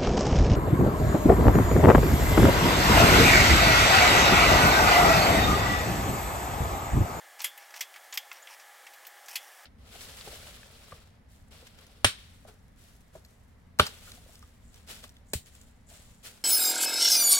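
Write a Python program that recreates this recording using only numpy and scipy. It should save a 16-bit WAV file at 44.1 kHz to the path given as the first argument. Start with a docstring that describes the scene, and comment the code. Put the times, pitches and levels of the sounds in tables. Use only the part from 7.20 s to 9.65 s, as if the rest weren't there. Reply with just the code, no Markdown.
"""The hiss and faint hum of a quiet room, then a knitting machine, close to one mono microphone.
Four steel needles are pushed one by one along its bed. Each is caught with a tick, scrapes along
its slot and snaps against its stop, which rings the bed and the needle itself.
Lighter taps and two brief squeaks of steel on steel fall in between."""
import sys
import numpy as np
from scipy import signal
from scipy.fft import rfft, irfft, next_fast_len
from scipy.io import wavfile

SR = 44100
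rng = np.random.default_rng(int(sys.argv[2]) if len(sys.argv) > 2 else 0)


def log_audio(samples):
    """Write samples as a 16-bit WAV file to the path given in sys.argv[1]."""
    # one column per channel
    frames = np.atleast_2d(samples).T
    # limit to full scale, then quantise
    limited = np.clip(frames, -1, 1)
    pcm = np.round(limited * 32767).astype(np.int16)
    wavfile.write(sys.argv[1], SR, pcm)


N = 108045


def undb(db):
    """Decibels to gain."""
    return 10 ** (np.asarray(db) / 20)


def unit(x):
    """Scale to rms 1."""
    return x / np.sqrt(np.mean(x ** 2))


def noise():
    """White noise of rms 1."""
    return rng.standard_normal(N)


def since(start):
    """Seconds since a moment, zero before it."""
    return np.maximum(np.arange(N) / SR - start, 0)


def strike(age, rise, t60):
    """Quickening rise, then a fade of 60 dB every t60 seconds."""
    rise = max(rise, 1 / SR)
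    return np.minimum(age / rise, 1) ** 2 * np.exp(-np.log(1000) * np.maximum(age - rise, 0) / t60)


def colour(x, points):
    """Causal filter through (Hz, dB) points."""
    size = next_fast_len(N + 4096)
    hz, db = np.array(points, float).T
    freqs = np.maximum(np.arange(size // 2 + 1) * SR / size, 1)
    gain = undb(np.interp(np.log(freqs), np.log(hz), db))
    cepstrum = irfft(np.log(gain), size)
    cepstrum[1:size // 2] *= 2  # fold to minimum phase: nothing rings ahead of a hit
    cepstrum[size // 2 + 1:] = 0
    return irfft(rfft(x, size) * np.exp(rfft(cepstrum)), size)[:N]


def wavering_tone(hz, width_hz):
    """Noise in one sharp resonance, at rms 1."""
    freqs = np.arange(N // 2 + 1) * SR / N
    resonance = 1 / (1 + (2 * (freqs - hz) / width_hz) ** 2)
    return unit(irfft(rfft(noise()) * resonance, N))


# Colour of the room's hiss. Each row: frequency in Hz, relative level in dB.
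HISS_COLOUR = [(30, -74.5), (90, -55), (150, -50), (280, -30), (370, -18.5), (440, -21.5), (520, -11),
               (800, -8.5), (1020, -12), (1250, -8.5), (1480, -11.5), (1750, -6.5), (2150, -10),
               (2600, -17.5), (3200, -14), (3800, -19), (8000, -19.5), (15800, -22.5)]
# Hum in the room. Each row: pitch in Hz, level in dB.
HUM_TONES = [(728, -70.5), (817, -66)]


def room():
    """The quiet room around the microphone: steady hiss, a slightly wavering hum, a soft whine."""
    hum = 0
    for hz, db in HUM_TONES:
        steady = np.sqrt(2) * np.sin(2 * np.pi * hz * since(0))
        hum += undb(db) * unit(steady + .5 * wavering_tone(hz, width_hz=12))
    hiss = undb(-53.5) * unit(colour(noise(), HISS_COLOUR))
    whine = undb(-65) * wavering_tone(1700, width_hz=70)
    return hiss + hum + whine


# Colour of a needle scraping its slot, heard close. Each row: frequency in Hz, gain in dB.
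SCRAPE_COLOUR = [(30, -51), (170, -55), (400, -22.5), (850, 10), (1400, -3.5), (2600, 7.5), (3900, -5.5),
                 (5000, 2.5), (5700, 7), (6500, -2), (9500, -1), (12000, -1), (15800, -4)]
# Needles sliding. Each row: start and length in seconds, level before colouring in dB,
# treble gain in dB.
NEEDLE_SLIDES = [(0.186, 0.051, -44, -4), (0.393, 0.052, -53, -17), (0.548, 0.049, -44.5, -4.5),
                 (0.934, 0.028, -42.5, -3), (1.117, 0.072, -52.5, -18), (1.283, 0.066, -49, -6.5),
                 (2.089, 0.0583, -46, 0.5), (2.203, 0.096, -55, 2.5), (2.307, 0.136, -57.5, 2.5)]


def slides():
    """Steel rubs along its slot in tiny random catches and hiss, easing off as it goes."""
    ramp_s, catches_per_s, ease_db_per_s = .0063, 580, -39.5
    catch_power = strike(since(0), rise=0, t60=.014) ** 2
    scrapes = 0
    for start, length, db, treble_db in NEEDLE_SLIDES:
        age = since(start)
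        moving = np.clip(np.minimum(age, length + ramp_s - age) / ramp_s, 0, 1)
        catches = (rng.random(N) < catches_per_s / SR) * rng.random(N)
        grit_power = np.abs(signal.fftconvolve(catches, catch_power)[:N])
        grit = unit(noise() * np.sqrt(grit_power))
        rub = unit(grit + .4 * noise()) * moving * undb(db + ease_db_per_s * age)
        scrapes += colour(rub, [(5000, 0), (12000, treble_db)])
    return colour(scrapes, SCRAPE_COLOUR)


# Squeaks along the bed. Each row: start and length in seconds, pitch in Hz, level in dB.
STEEL_SQUEAKS = [(.193, 0.018, 7120, -49.5), (1.221, 0.013, 6980, -48)]


def squeaks():
    """Steel squeaks on steel: a thin, high tone that swells and dies."""
    out = 0
    for start, length, hz, db in STEEL_SQUEAKS:
        swell = np.sin(np.pi * np.minimum(since(start) / length, 1))
        out += undb(db) * swell * wavering_tone(hz, width_hz=270)
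    return out


# The five bands of a contact, as centres in Hz: body, clack, edge, sheen and air.
BANDS_HZ = [1100, 2800, 6000, 12000, 15000]


def contact(start, rise, t60, bands_db):
    """Dense chatter of steel on steel with a short diffuse tail."""
    age = since(start)
    chatter = rng.choice([-1, 1], N) * strike(age, rise, t60)
    tail = noise() * undb(-17) * strike(age, rise, t60=.17)
    return colour(chatter + tail, list(zip(BANDS_HZ, bands_db)))


# Colour of taps and snaps on steel, heard close. Each row: frequency in Hz, gain in dB.
STEEL_COLOUR = [(30, -43), (170, -50), (400, -20.5), (780, -8), (1020, -3), (1500, -1), (2050, 8.5),
                (3200, 7), (3900, 1), (5000, 2), (6300, 0), (7200, 3), (9500, -6), (11700, 4),
                (14500, -4.5), (16000, -16)]
# Taps on needles and bed. Each row: start and t60 in seconds, then the five band gains in dB.
LIGHT_TAPS = [(0.2041, 0.033, -23.5, -36, -28, -54, -42), (0.2164, 0.075, -58, -38.5, -38, -35.5, -24),
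              (0.376, 0.063, -42, -42.5, -48.5, -42, -33), (0.506, 0.035, -48, -49, -44, -56, -65),
              (0.5396, 0.082, -30.5, -45, -38, -54, -44), (0.56, 0.066, -41, -49, -44, -49, -45),
              (0.74, 0.056, -44, -42.5, -50, -57, -77), (0.7596, 0.084, -37, -45, -47, -51, -44),
              (.841, 0.044, -62, -65, -49, -53, -50), (0.9247, 0.05, -37, -41, -29.5, -50, -46),
              (.929, 0.047, -30, -38.5, -34, -67, -52), (0.939, 0.089, -46, -41, -38, -37.5, -26),
              (1.1146, 0.034, -23.5, -35, -40, -55, -59), (1.127, 0.048, -46, -61, -49, -47, -30),
              (1.2713, 0.043, -38, -36, -48, -51, -66), (1.3965, 0.13, -43, -55, -45, -62, -58),
              (1.6662, 0.058, -33.5, -41.5, -43.5, -51, -63), (1.735, 0.083, -52, -48, -50, -51, -39),
              (1.8506, 0.054, -60, -48, -50, -52, -77), (1.8673, 0.051, -41, -49, -43, -43, -22),
              (2.0587, 0.066, -47, -76, -42.5, -50, -59), (2.0833, 0.057, -36, -44, -34, -44.5, -33),
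              (2.131, 0.037, -62, -59, -53, -53, -57)]


def taps():
    """Light touches tick on the steel, too weak to ring the bed."""
    rise_s = .0009
    ticks = sum(contact(start, rise_s, t60, bands_db) for start, t60, *bands_db in LIGHT_TAPS)
    return colour(ticks, STEEL_COLOUR)


# Modes of the needle bed. Each row: frequency in Hz, relative level in dB, t60 in seconds.
BED_MODES = [(2060, -8, .14), (2590, -6, .11), (2800, -8, .11), (2906, -11, .12), (3695, -15, .10),
             (4815, -10, .08), (5122, -13, .10), (7180, -13, .10), (11070, -15, .13), (11730, -13, .10),
             (3170, -4, .145), (3298, -3.5, .165), (3340, -3.5, .16), (3462, -11, .32), (3562, -17, .28)]


def bed_ring(start, rise):
    """The bed rings in decaying modes, struck a little differently each time."""
    age = since(start)
    ring = 0
    for hz, db, t60 in BED_MODES:
        envelope = undb(db + rng.standard_normal()) * strike(age, rise, t60)
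        ring += envelope * np.sin(2 * np.pi * (hz * age + rng.random()))
    return ring


# Needles hitting their stops. Each row: start, rise and t60 in seconds, five band gains in dB,
# bed ring gain in dB, then the needle's low and high resonances, each in Hz and dB.
NEEDLE_STOPS = [(0.2401, 0.0043, 0.12, -28, -30.5, -29.5, -25.5, -24.5, -33.5, 8740, -30.5, 11300, -30.5),
                (0.6059, 0.0032, 0.086, -32.5, -30, -26, -32.5, -25, -42, 5770, -34, 13800, -36),
                (0.9735, 0.00115, 0.046, -27.5, -24.5, -24.5, -32, -18, -41.5, 4970, -33.5, 12730, -31),
                (2.1525, 0.0057, 0.076, -34.5, -28, -27.5, -29.5, -24, -39.5, 4320, -33, 11000, -40)]


def stops():
    """Each needle snaps home near the microphone; it rings briefly and the bed rings on."""
    snaps, rings = 0, 0
    for start, rise, t60, *bands_db, bed_db, low_hz, low_db, high_hz, high_db in NEEDLE_STOPS:
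        snaps += contact(start, rise, t60, bands_db)
        low = undb(low_db) * wavering_tone(low_hz, width_hz=400)
        high = undb(high_db) * wavering_tone(high_hz, width_hz=400)
        rings += (low + high) * strike(since(start), rise, t60=.043)
        rings += undb(bed_db) * bed_ring(start, rise)
    return colour(snaps, STEEL_COLOUR) + rings


def scene():
    """Machine and room at one close microphone, the same in both channels."""
    mono = stops() + taps() + slides() + squeaks() + room()
    return np.array([mono, mono])


def record(dry):
    """The recorder cuts the top steeply above 15.9 kHz."""
    lowpass = signal.ellip(10, .2, 70, 15900, fs=SR, output="sos")
    return signal.sosfilt(lowpass, dry)


dry = scene()
out = record(dry)
log_audio(out)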